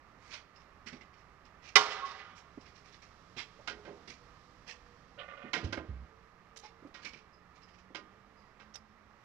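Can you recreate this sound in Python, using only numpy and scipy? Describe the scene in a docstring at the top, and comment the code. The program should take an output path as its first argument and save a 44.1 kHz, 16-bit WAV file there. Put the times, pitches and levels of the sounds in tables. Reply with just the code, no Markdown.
"""A motorcycle, engine off, is wheeled across a concrete yard onto the steel platform of a lift.
Its side stand bangs up: sharp cracks excite ringing modes, and a row of ribbed containers answers with a chirp.
The tyre groans as filtered stick-slip noise; the platform clanks and booms in swarms of contacts and low swings.
Boots scuff and thud, far engines hum in the open air, and the microphone housing dulls the treble."""
import sys
import numpy as np
from scipy import signal
from scipy.fft import rfft, irfft, next_fast_len
from scipy.io import wavfile
from scipy.ndimage import uniform_filter1d, minimum_filter1d

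SR = 44100
rng = np.random.default_rng(int(sys.argv[2]) if len(sys.argv) > 2 else 0)


def unload_wav(signal):
    """Save mono or channel-first audio to the path in sys.argv[1] as 16-bit WAV at rate SR, clipped to [-1, 1]."""
    wavfile.write(
        sys.argv[1],
        SR,
        np.round(np.clip(np.atleast_2d(signal).T, -1, 1) * 32767).astype(np.int16),
    )


N = 407484

# open air with far traffic, relative noise spectrum: (frequency [Hz], level [dB])
AIR_TONE = [(20, -1), (40, 3), (60, 7), (110, 1.5), (330, -3.5), (620, -3.5), (900, -3), (1060, -0.5),
            (1210, 4), (1480, -5), (1850, -3), (3200, -17.5), (5500, -21), (8500, -18), (15000, -9)]
AIR_DB, AIR_DRIFT_DB_PER_S = -54.5, -0.1321
# two far engines change speed: (time [s], pitch [Hz])
WHINE_PITCH = [(2.5, 398), (4.5, 494), (5.9, 450), (6.7, 455.8), (7.4, 427.6), (9.24, 455)]
HUM_PITCH = [(7.6, 177.9), (8.8, 215.3), (9.24, 203.5)]
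# each is loudest as it passes: (time [s], level [dB], fall to either side [dB/s])
WHINE_PASS, HUM_PASS = (5.3, -65.5, 2.5), (9.2, -65.5, 1.3)

# how long the yard's tail takes to fall by 60 dB: (frequency [Hz], t60 [s])
YARD_DECAY = [(100, .7), (400, 1.2), (1100, 1.35), (2500, 1.5), (5500, 0.67), (9000, .6), (14000, 0.59)]
# a van, the containers and the far side of the yard answer:
# (delay [s], level [dB], rise [s], decay [s], high edge [Hz])
YARD_ECHOES = [(.125, -27, .035, .045, 5000), (.288, -32.5, .006, .075, 6010), (.39, -36, .04, .07, 2610)]

# a boot lands and its sole drags on gritty concrete or tread plate:
# (time [s], sole level [dB], drag build-up [s], grit pitch [Hz], heel level [dB])
BOOT_STEPS = [(.17, -54.5, 0.13, 4650, -63), (0.299, -39.5, 0.046, 2780, -61),
              (.859, -41, 0.015, 3630, -49.5), (.925, -48.5, .008, 2394, -40),
              (1.005, -55.5, .008, 2680, -56), (1.449, -58, 0.005, 3830, -68),
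              (1.61, -48, 0.081, 3000, -69), (2.35, -50, 0.031, 6240, -69),
              (2.915, -52.5, 0.022, 3600, -71), (3.017, -51.5, 0.0078, 3500, -66),
              (3.362, -35, 0.034, 3100, -44.5), (4.074, -44, 0.0058, 3690, -48),
              (4.095, -45, 0.009, 3615, -66), (4.663, -41, 0.037, 3700, -56),
              (6.62, -49.5, 0.031, 3600, -58), (7.015, -49.5, 0.018, 3200, -62),
              (7.044, -39.5, .008, 3240, -47.5), (7.131, -49, .004, 2700, -52.5),
              (7.165, -54.5, .008, 3050, -60)]
# tone of a sole on concrete: (frequency [Hz], level [dB])
SOLE_TONE = [(1200, -2.5), (2300, 4.5), (3500, -3.5), (5500, 0.5), (9000, -1)]
SOLE_DECAY_S, SOLE_SPREAD = .029, 1.75  # the grit spans this ratio below and above its pitch
HEEL_HZ, HEEL_DECAY_S = 241, 0.021
# the boots shift lightly between steps: (start [s], end [s], level [dB])
BOOT_SHUFFLES = [(0.546, .65, -62), (1.12, 1.18, -61.5), (2.578, 2.9, -57.5), (7.562, 7.78, -62)]
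SHUFFLES_PER_S, SHUFFLE_DRAG_S, SHUFFLE_HZ = 19, .02, 3600

# a faint hiss and low rumble swell and fade as the bike moves; levels are those at the fullest
MOVE_START_S, MOVE_FULLEST_S, MOVE_STOP_S = 1.4, 3.7, 6.7
HISS_DB, RUMBLE_DB = -63, -62.5
# dull low thuds of heels, tyres and frame: (time [s], level [dB], pitch [Hz], decay [s])
LOW_THUDS = [(2.574, -36.5, 269, 0.0058), (3.59, -50, 584, 0.026), (3.701, -47, 418, 0.084),
             (3.875, -41, 401, 0.049), (5.438, -42, 235.3, 0.026), (5.629, -34.5, 194, 0.013),
             (5.882, -52.5, 263, 0.026), (6.823, -48.5, 329, .01), (6.846, -44, 275, .019),
             (7.903, -47.5, 301.5, 0.0072), (7.985, -55, 380, 0.065)]
# brief narrow squeaks, rings and knocks: (time [s], level [dB], length [s], pitch [Hz])
NARROW_SOUNDS = [(.55, -59.5, 0.046, 5180), (1.002, -51.5, 0.033, 2060), (6.632, -45, 0.022, 850),
                 (7.043, -39, 0.041, 2274), (7.132, -49, 0.019, 2360), (7.324, -63.5, .04, 5030),
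                 (7.623, -57, 0.031, 5140), (7.67, -67.5, 0.083, 4970), (8.351, -69, 0.13, 4930),
                 (8.739, -42, 0.013, 5830), (8.752, -45, 0.019, 5200)]
NARROW_SWELL = .33  # share of its length in which each builds up
# small metal parts click: (time [s], level [dB], decay [s], pitch [Hz])
METAL_CLICKS = [(6.559, -38.5, 0.025, 7050), (6.869, -57, .008, 9500), (7.05, -51, .028, 9200),
                (8.738, -49, .006, 5590), (8.750, -34.5, 0.011, 9220)]
CLICK_RISE_S, CLICK_SPREAD = 0.0067, 1.6  # spread: ratio below and above the pitch

# the whole platform bounces on its arms: (time [s], level [dB], pitch [Hz], decay [s], length [s])
PLATFORM_BOUNCES = [(5.641, -26, 80, 0.019, 0.092), (5.677, -39.5, 100.4, 0.069, 0.1),
                    (5.772, -41, 76.4, 0.037, 0.15), (5.885, -33.5, 84, 0.015, 0.09),
                    (5.893, -36.5, 63.5, 0.15, 0.17)]
# loose steel of platform and bike rattles as the load shifts:
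# (time [s], rattle level [dB], decay [s], pitch [Hz], panel thud level [dB])
STEEL_CLANKS = [(3.673, -30, 0.025, 1954, -53), (3.849, -46, 0.036, 1090, -53),
                (5.531, -25, 0.032, 1840, -38), (5.560, -34.5, 0.036, 1060, -38.5),
                (5.638, -43.5, 0.035, 2700, -40), (5.724, -30, .018, 1960, -38),
                (5.770, -35.5, 0.02, 890, -38), (6.940, -44, 0.043, 2080, -61),
                (7.946, -35, .025, 1900, -48.5), (8.596, -50.5, 0.034, 1800, -64.5)]
# what the platform rings with: (frequency [Hz], relative level [dB], t60 [s])
PLATFORM_MODES = [(568, 1.5, 0.086), (659, -5, 0.16), (1032, -6, 0.25), (1220, -7.5, 0.27),
                  (1446, 5.5, 0.059), (1572, 5.5, 0.055), (1723, -11, 0.1), (1887, -1, 0.14),
                  (2076, -1.5, 0.049), (2133, 5.5, 0.052), (2650, -5.5, 0.081), (2820, -15, 0.18),
                  (3220, -6, 0.043), (3650, -34, 0.049), (4030, -10, 0.03), (4850, -0.5, 0.055)]
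CLANK_RISE_S, CLANK_SPREAD = 0.0037, 2.22  # the rattle spans this ratio below and above its pitch
PANEL_HZ, PANEL_DECAY_S = 322, 0.042

# the tyre is shoved along the plate; each shove grabs and then eases: (time [s], level [dB], length [s])
TYRE_SHOVES = [(5.176, -42.5, .1), (5.277, -47, .11), (5.366, -47.5, 0.17)]
SHOVE_ATTACK_S, SHOVE_RELEASE_S = 0.013, 0.083
# resonances that sing under the rubbing tyre: (frequency [Hz], width [Hz], relative level [dB])
TYRE_PEAKS = [(569, 38, -3.5), (721, 13, -6), (1186, 16, 2.5), (1454, 39, -3.5), (1825, 60, -7.5),
              (2050, 19, -4), (2450, 35, -7.5), (2860, 33, -13)]

# the stand hits the frame and chatters: (time [s], force [dB])
STAND_HITS = [(1.7549, -11), (1.7569, 6), (1.7625, 4.5), (1.769, -8.5)]
# what stand and frame ring with: (frequency [Hz], level at zero force [dB], t60 [s])
FRAME_MODES = [(423, -33, 0.18), (769, -30.5, 0.16), (953, -32.5, .25), (1090, -32, .22), (1167, -23, 0.35),
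               (1404, -33.5, 0.29), (1470, -32.5, 0.038), (2000, -18, .055), (2080, -18, 0.088),
               (2308, -23.5, 0.035), (2480, -25.5, 0.06), (2977, -21.5, 0.1), (3340, -30, .09),
               (3700, -21.5, 0.059), (4770, -20.5, 0.036), (5065, -24, 0.063), (5850, -23.5, .045)]

# the shaded left port against the right one: (frequency [Hz], relative level [dB])
PORT_SHADE = [(100, -7), (400, -8.5), (1000, -10.5), (2000, -18.5), (3600, -15.5), (5200, -22.5),
              (7000, -14.5), (9000, -6.5), (11000, -11.5), (15000, -10.5)]
# its phase beyond the plain delay: (frequency [Hz], phase [rad])
PORT_PHASE = [(60, -.12), (400, -0.41), (1000, -0.23), (2200, 0.16), (3500, -0.0041), (6000, -0.18)]
# how alike the ports hear: (frequency [Hz], likeness [0-1])
PORT_LIKENESS = [(200, 1), (1300, 0.86), (2100, 1), (3200, .7), (5000, 0.16)]
PORT_DELAY_S = 8e-5
# the housing's treble loss: (frequency [Hz], level [dB])
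HOUSING_TONE = [(5600, 0), (6300, -5.5), (7200, -10), (8600, -19.5), (10000, -25), (14500, -30)]
EDGE_HZ = 15100  # upper limit of the whole band


def amp(db):
    """Decibels to an amplitude factor."""
    return 10 ** (np.asarray(db) / 20)


def evened(x):
    """Scales x to rms 1."""
    return x / np.sqrt(np.mean(x ** 2) + 1e-20)


def read(points, hz):
    """Reads a spectrum table on a log-frequency axis."""
    f, value = np.transpose(points)
    return np.interp(np.log(hz + 1), np.log(f + 1), value)


def follow(rows):
    """A (time [s], value) curve at every sample."""
    return np.interp(np.arange(N) / SR, *np.transpose(rows))


def add(mix, s, sound):
    """Lays a sound into the mix at s seconds, cut at the end."""
    part = mix[round(s * SR):][:len(sound)]
    part += sound[:len(part)]


def colour(x, points):
    """Shapes x by a (frequency [Hz], level [dB]) table."""
    hz = np.fft.rfftfreq(len(x), 1 / SR)
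    return irfft(rfft(x) * amp(read(points, hz)), len(x))


def band(x, low_hz, high_hz, order=2):
    """High-pass and low-pass in series."""
    for hz, kind in ((low_hz, "high"), (high_hz, "low")):
        b, a = signal.butter(order, min(hz, SR / 2 - 1000), kind, fs=SR)
        x = signal.lfilter(b, a, x)
    return x


def around(hz, spread):
    """The edges of a band that spans a ratio below and above hz."""
    return hz / spread, hz * spread


def slow(count):
    """Smooth random drift of rms 1 that changes over about count samples."""
    smooth = uniform_filter1d(rng.standard_normal(N), count)
    return evened(uniform_filter1d(smooth, count))


def swell_and_decay(t, rise, decay):
    """A straight rise over an exponential decay that begins at its top; all in seconds."""
    return np.minimum(t / rise, 1) * np.exp(-np.maximum(t - rise, 0) / decay)


def ring(modes):
    """One second of decaying modes, neighbours in opposite sign."""
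    t = np.arange(SR) / SR
    out = np.zeros(SR)
    for k, (hz, db, t60) in enumerate(modes):
        out += (-1) ** k * amp(db - 60 * t / t60) * np.sin(2 * np.pi * hz * t)
    return out


def contacts(rise, decay, low_hz, high_hz, grain_db):
    """A swarm of tiny uneven impacts that swells and dies away; they come in clumps."""
    t = np.arange(SR) / SR
    grains, clumps = rng.standard_normal((2, SR))
    grains = np.repeat(grains, 30)[:SR]  # each grain lasts 30 samples
    clumps = np.interp(t * 220, np.arange(SR), clumps)  # 220 clump values per second
    sizes = amp(grain_db * (grains + .4 * clumps))
    swarm = evened(band(sizes * rng.standard_normal(SR), low_hz, high_hz))
    shape = swell_and_decay(t, rise, decay)
    shaped = swarm * shape
    return shaped * np.linalg.norm(shape) / np.linalg.norm(shaped)  # the same energy every time


def scrapes(rows, grain_db, body_db, ring_share=0.49):
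    """Grains of friction over a weak duller body; each spot rubbed has brief resonances of its own."""
    out = np.zeros(N)
    for s, db, rise, decay, low_hz, high_hz in rows:
        grit = contacts(rise, decay, low_hz, high_hz, grain_db)
        grit += amp(body_db) * contacts(rise, decay, 600, 2600, grain_db)
        spot = rng.standard_normal(600) * np.exp(-np.arange(600) / 130)
        spot /= np.linalg.norm(spot)
        sound = grit + ring_share * signal.fftconvolve(grit, spot)[:SR]
        add(out, s, amp(db) * sound * np.linalg.norm(grit) / np.linalg.norm(sound))
    return out


def thumps(rows, swing_db=-3, puff_db=-3, rise_cycles=0.99):
    """A damped low swing with a puff of noise round its pitch."""
    out, t = np.zeros(N), np.arange(SR) / SR
    for s, db, hz, decay in rows:
        rise = rise_cycles / hz
        swing = np.sin(2 * np.pi * hz * t) * swell_and_decay(t, rise, decay)
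        puff = contacts(rise, decay * 1.3, hz * 0.85, hz * 0.97, grain_db=-0.5)
        puff = band(puff, 30, hz * 3.6)
        add(out, s, amp(db) * (amp(swing_db) * swing + amp(puff_db) * puff))
    return out


def sharp_treble(rows, low_hz=8500):
    """A fine, sharp high-treble layer: rows of (time [s], level [dB], rise [s], decay [s])."""
    out = np.zeros(N)
    for s, db, rise, decay in rows:
        add(out, s, amp(db) * contacts(rise, decay, low_hz, 14500, grain_db=5))
    return out


def air(swell_db=.5):
    """The wash of the open air: coloured noise that wavers gently and eases off slowly."""
    level_db = AIR_DB + AIR_DRIFT_DB_PER_S * np.arange(N) / SR
    wash = evened(colour(rng.standard_normal(N), AIR_TONE))
    return wash * amp(level_db + swell_db * slow(count=4000))


def traffic(waver=.008, flutter=0.77):
    """Far engines as single tones, their pitch and level blurred by the moving air."""
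    out, t = np.zeros(N), np.arange(N) / SR
    for pitch, (nearest_s, db, fall_db) in ((WHINE_PITCH, WHINE_PASS), (HUM_PITCH, HUM_PASS)):
        turns = np.cumsum(follow(pitch) * (1 + waver * slow(count=900))) / SR
        level = amp(db - fall_db * abs(t - nearest_s))
        out += level * np.sin(2 * np.pi * turns) * (1 + flutter * slow(count=1500))
    return out


def yard(x, tail_db=-17.5, wall_s=.29, ribs_db=-29, ribs_hz=1114):
    """A thin outdoor tail, smeared echoes of van and walls, and the pitched echo of even container ribs."""
    hz, t, z = signal.stft(rng.standard_normal(2 * SR), SR, nperseg=256)
    tone = [(150, -3.5), (450, 6), (1100, 5.5), (2200, -2), (5300, -1.5), (8000, -4.5), (13000, -10.5)]
    start_db = read(tone, hz)[:, None]
    fall_db = 60 * t / read(YARD_DECAY, hz)[:, None]
    tail = signal.istft(z * amp(start_db - fall_db), SR, nperseg=256)[1]
    t = np.arange(len(tail)) / SR
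    tail *= np.clip(t / 0.026, 0, 1)  # fades in over 26 ms
    tail *= amp(tail_db) / np.linalg.norm(tail)
    for s, db, rise, decay, top_hz in YARD_ECHOES:
        echo = contacts(rise, decay, 550, top_hz, grain_db=5)
        add(tail, s, amp(db) * echo / np.linalg.norm(echo))
    # the ribs' pitch glides upwards, through ribs_hz at wall_s
    ribs = np.sin(2 * np.pi * ribs_hz * (t + 0.32 * (t - wall_s) ** 2))
    ribs *= np.exp(-((t - wall_s) / 0.035) ** 2)
    tail += amp(ribs_db) * ribs / np.linalg.norm(ribs)
    return signal.fftconvolve(x, tail)[:N]


def boots(shuffle_scatter_s=0.014, shuffle_uneven_db=1.0, treble_db=-15):
    """Steps of heel thud and gritty scuff with a sharp treble layer; loosely timed light shuffles between."""
    scuffs, heels, treble = [], [], []
    for s, db, drag, hz, heel_db in BOOT_STEPS:
        scuffs.append((s, db, drag, SOLE_DECAY_S, *around(hz, SOLE_SPREAD)))
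        heels.append((s, heel_db, HEEL_HZ, HEEL_DECAY_S))
        treble.append((s, db + treble_db, drag, SOLE_DECAY_S))
    shuffle_band = around(SHUFFLE_HZ, SOLE_SPREAD)
    for start, end, db in BOOT_SHUFFLES:
        for s in np.arange(start, end, 1 / SHUFFLES_PER_S):
            late, force = rng.standard_normal(2)
            s_scattered = s + shuffle_scatter_s * late
            uneven_db = db + shuffle_uneven_db * force
            scuffs.append((s_scattered, uneven_db, SHUFFLE_DRAG_S, SOLE_DECAY_S, *shuffle_band))
    soles = colour(scrapes(scuffs, grain_db=2.5, body_db=-7), SOLE_TONE)
    return thumps(heels) + sharp_treble(treble) + soles


def hiss_and_rumble():
    """A faint hiss and low rumble, two bands of noise that swell and fade as the bike moves."""
    hiss = evened(band(rng.standard_normal(N), 2600, 8900))
    rumble = evened(band(rng.standard_normal(N), 35, 180))
    swell = follow([(MOVE_START_S, 0), (MOVE_FULLEST_S, 1), (MOVE_STOP_S, 0)])
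    return (amp(HISS_DB) * hiss + amp(RUMBLE_DB) * rumble) * swell


def squeaks_and_knocks(partner_db=-6, partner_ratio=0.51):
    """Brief squeaks, rings and knocks: contacts in one narrow resonance, with a weaker partner below it."""
    out = np.zeros(N)
    for s, db, length, hz in NARROW_SOUNDS:
        rise, decay = NARROW_SWELL * length, (1 - NARROW_SWELL) * length
        rub = contacts(rise, decay, hz * 0.75, hz * 1.9, grain_db=0)
        main = signal.lfilter(*signal.iirpeak(hz, 28, fs=SR), rub)
        partner = signal.lfilter(*signal.iirpeak(hz * partner_ratio, 28, fs=SR), rub)
        tone = main + amp(partner_db) * partner
        add(out, s, amp(db) * tone * np.linalg.norm(rub) / np.linalg.norm(tone))
    return out


def clicks():
    """Short bright scrapes of metal on metal."""
    rows = [(s, db, CLICK_RISE_S, decay, *around(hz, CLICK_SPREAD)) for s, db, decay, hz in METAL_CLICKS]
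    return scrapes(rows, grain_db=7.5, body_db=-13.5)


def booms(rise=.01, shudder_db=-11):
    """The platform's bounce as a damped low swing, with a shudder of its panels above it."""
    out, t = np.zeros(N), np.arange(SR) / SR
    for s, db, hz, decay, length in PLATFORM_BOUNCES:
        swing = np.sin(2 * np.pi * hz * t) * swell_and_decay(t, rise, decay)
        shudder = band(contacts(rise, decay, hz, hz * 2.9, grain_db=1.0), hz, hz * 4)
        fade = np.clip((length - t) / 0.019, 0, 1)  # stopped over the last 19 ms
        add(out, s, amp(db) * (swing + amp(shudder_db) * shudder) * fade)
    return out


def clanks(ring_share=amp(-2) / 2, treble_db=-36, treble_growth=1.4):
    """Rattling contacts, direct and through the platform's modes, with panel thuds and sharp treble."""
    out, deck = np.zeros(N), ring(PLATFORM_MODES)
    deck *= ring_share / np.linalg.norm(deck)
    hardest_db = max(row[1] for row in STEEL_CLANKS)
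    treble, panels = [], []
    for s, db, decay, hz, thud_db in STEEL_CLANKS:
        rattle = contacts(CLANK_RISE_S, decay, *around(hz, CLANK_SPREAD), grain_db=2.0)
        sound = rattle + signal.fftconvolve(rattle, deck)[:SR]
        add(out, s, amp(db) * sound * np.linalg.norm(rattle) / np.linalg.norm(sound))
        # the treble layer grows faster than the clank itself, so it favours the hard ones
        treble.append((s, treble_db + treble_growth * (db - hardest_db), CLANK_RISE_S, .012))
        panels.append((s, thud_db, PANEL_HZ, PANEL_DECAY_S))
    return out + sharp_treble(treble) + thumps(panels)


def groan(rub_db=-23, screech_db=-3, screech_hz=2950):
    """Rubber sticks and slips on the plate and keeps resonances singing; hard shoves screech most."""
    hz = np.fft.rfftfreq(N, 1 / SR)
    body = sum(amp(db) / (1 + 2j * (hz - f) / width) for f, width, db in TYRE_PEAKS)
    slips = irfft(rfft(rng.standard_normal(N)) * (body + amp(rub_db)), N)
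    song = evened(band(slips, 470, 3220, order=6))
    t, force = np.arange(N) / SR, np.zeros(N)
    for s, db, length in TYRE_SHOVES:
        grab = np.clip((t - s) / SHOVE_ATTACK_S, 0, 1)
        ease = np.clip((s + length - t) / SHOVE_RELEASE_S, 0, 1) ** .5
        force += amp(db) * grab * ease
    # ratio 0.92 crosses the two edges, leaving a narrow peak
    screech = evened(band(rng.standard_normal(N), *around(screech_hz, 0.92), order=7))
    screech *= (force / force.max()) ** 3
    judder = amp(2.3 * slow(count=120))
    return (song + amp(screech_db) * screech) * force * judder


def stand(crack_db=-11, crack_decay=.005, clatter_db=-22, clatter_decay=0.04, modes_share=0.76):
    """Blows crack and ring the frame's strong modes; the second also sets off a clatter of weak ones.
    Returns the direct sound and the more even one that spreads round the yard."""
    tones, crash, frame = np.zeros(N), np.zeros(N), ring(FRAME_MODES)
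    for s, db in STAND_HITS:
        add(tones, s, amp(db) * frame)
        crack = contacts(0.00047, crack_decay, 1000, 11000, grain_db=8.5)
        add(crash, s, amp(db + crack_db) * crack)
    tones *= 1 + 0.23 * slow(count=350)  # a random waver roughens the ring
    clatter = contacts(0.0017, clatter_decay, 120, 13000, grain_db=2.0)
    clatter_tone = [(200, -4.0), (600, 3), (1200, 11.5), (2500, 5), (6000, 5.5), (9000, -2.5)]
    add(crash, STAND_HITS[1][0], amp(clatter_db) * colour(clatter, clatter_tone))
    tones = band(tones, 250, 12000)
    crash = band(crash, 130, 15000, order=4)
    spread = modes_share * band(tones, 270, 1400) + crash
    return tones + crash, spread


def ports(x, left_db, scatter_s=.008):
    """The right port hears x; the left one hears it shaded, later, and scattered where likeness is low."""
    size = next_fast_len(N + SR)
    hz = np.fft.rfftfreq(size, 1 / SR)
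    t = np.arange(SR // 10) / SR
    scatter = rng.standard_normal(SR // 10) * np.exp(-t / scatter_s)
    scatter = rfft(scatter / np.linalg.norm(scatter), size)
    same = np.clip(read(PORT_LIKENESS, hz), 0, 1)
    direct = same * np.exp(1j * (read(PORT_PHASE, hz) - 2 * np.pi * hz * PORT_DELAY_S))
    path = direct + np.sqrt(1 - same ** 2) * scatter
    shade = amp(read(PORT_SHADE, hz) + left_db)
    left = irfft(rfft(x, size) * path * shade, size)[:N]
    return np.array([left, x])


def scene():
    """The bang, the near sounds, the yard's answer and the open air, each through the two ports."""
    outdoors = ports(air() + traffic(), left_db=0.0, scatter_s=0.06)
    outdoors[0] += amp(-15.5) * air()  # the left port also has a wash of its own
    hard = clanks() + groan() + squeaks_and_knocks() + clicks() + booms()
    near = hard + thumps(LOW_THUDS) + hiss_and_rumble() + boots()
    bang, spread = stand()
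    answer = yard(spread + amp(-10) * near)
    out = ports(bang, left_db=2.5, scatter_s=.003) + ports(near, left_db=0.47)
    return out + outdoors + ports(answer, left_db=5, scatter_s=0.016)


def record(dry, ceiling=0.74):
    """The housing dulls the treble and a fast limiter holds the loudest peaks; then the band limit."""
    dull = np.array([colour(channel, HOUSING_TONE) for channel in dry])
    headroom = np.minimum(ceiling / (abs(dull).max(0) + 1e-9), 1)
    gain = uniform_filter1d(minimum_filter1d(headroom, size=45), size=45)  # about 1 ms
    low_pass = signal.firwin(511, EDGE_HZ, window=("kaiser", 9), fs=SR)
    return signal.oaconvolve(dull * gain, low_pass[None], "same")


dry = scene()
out = record(dry)
unload_wav(out)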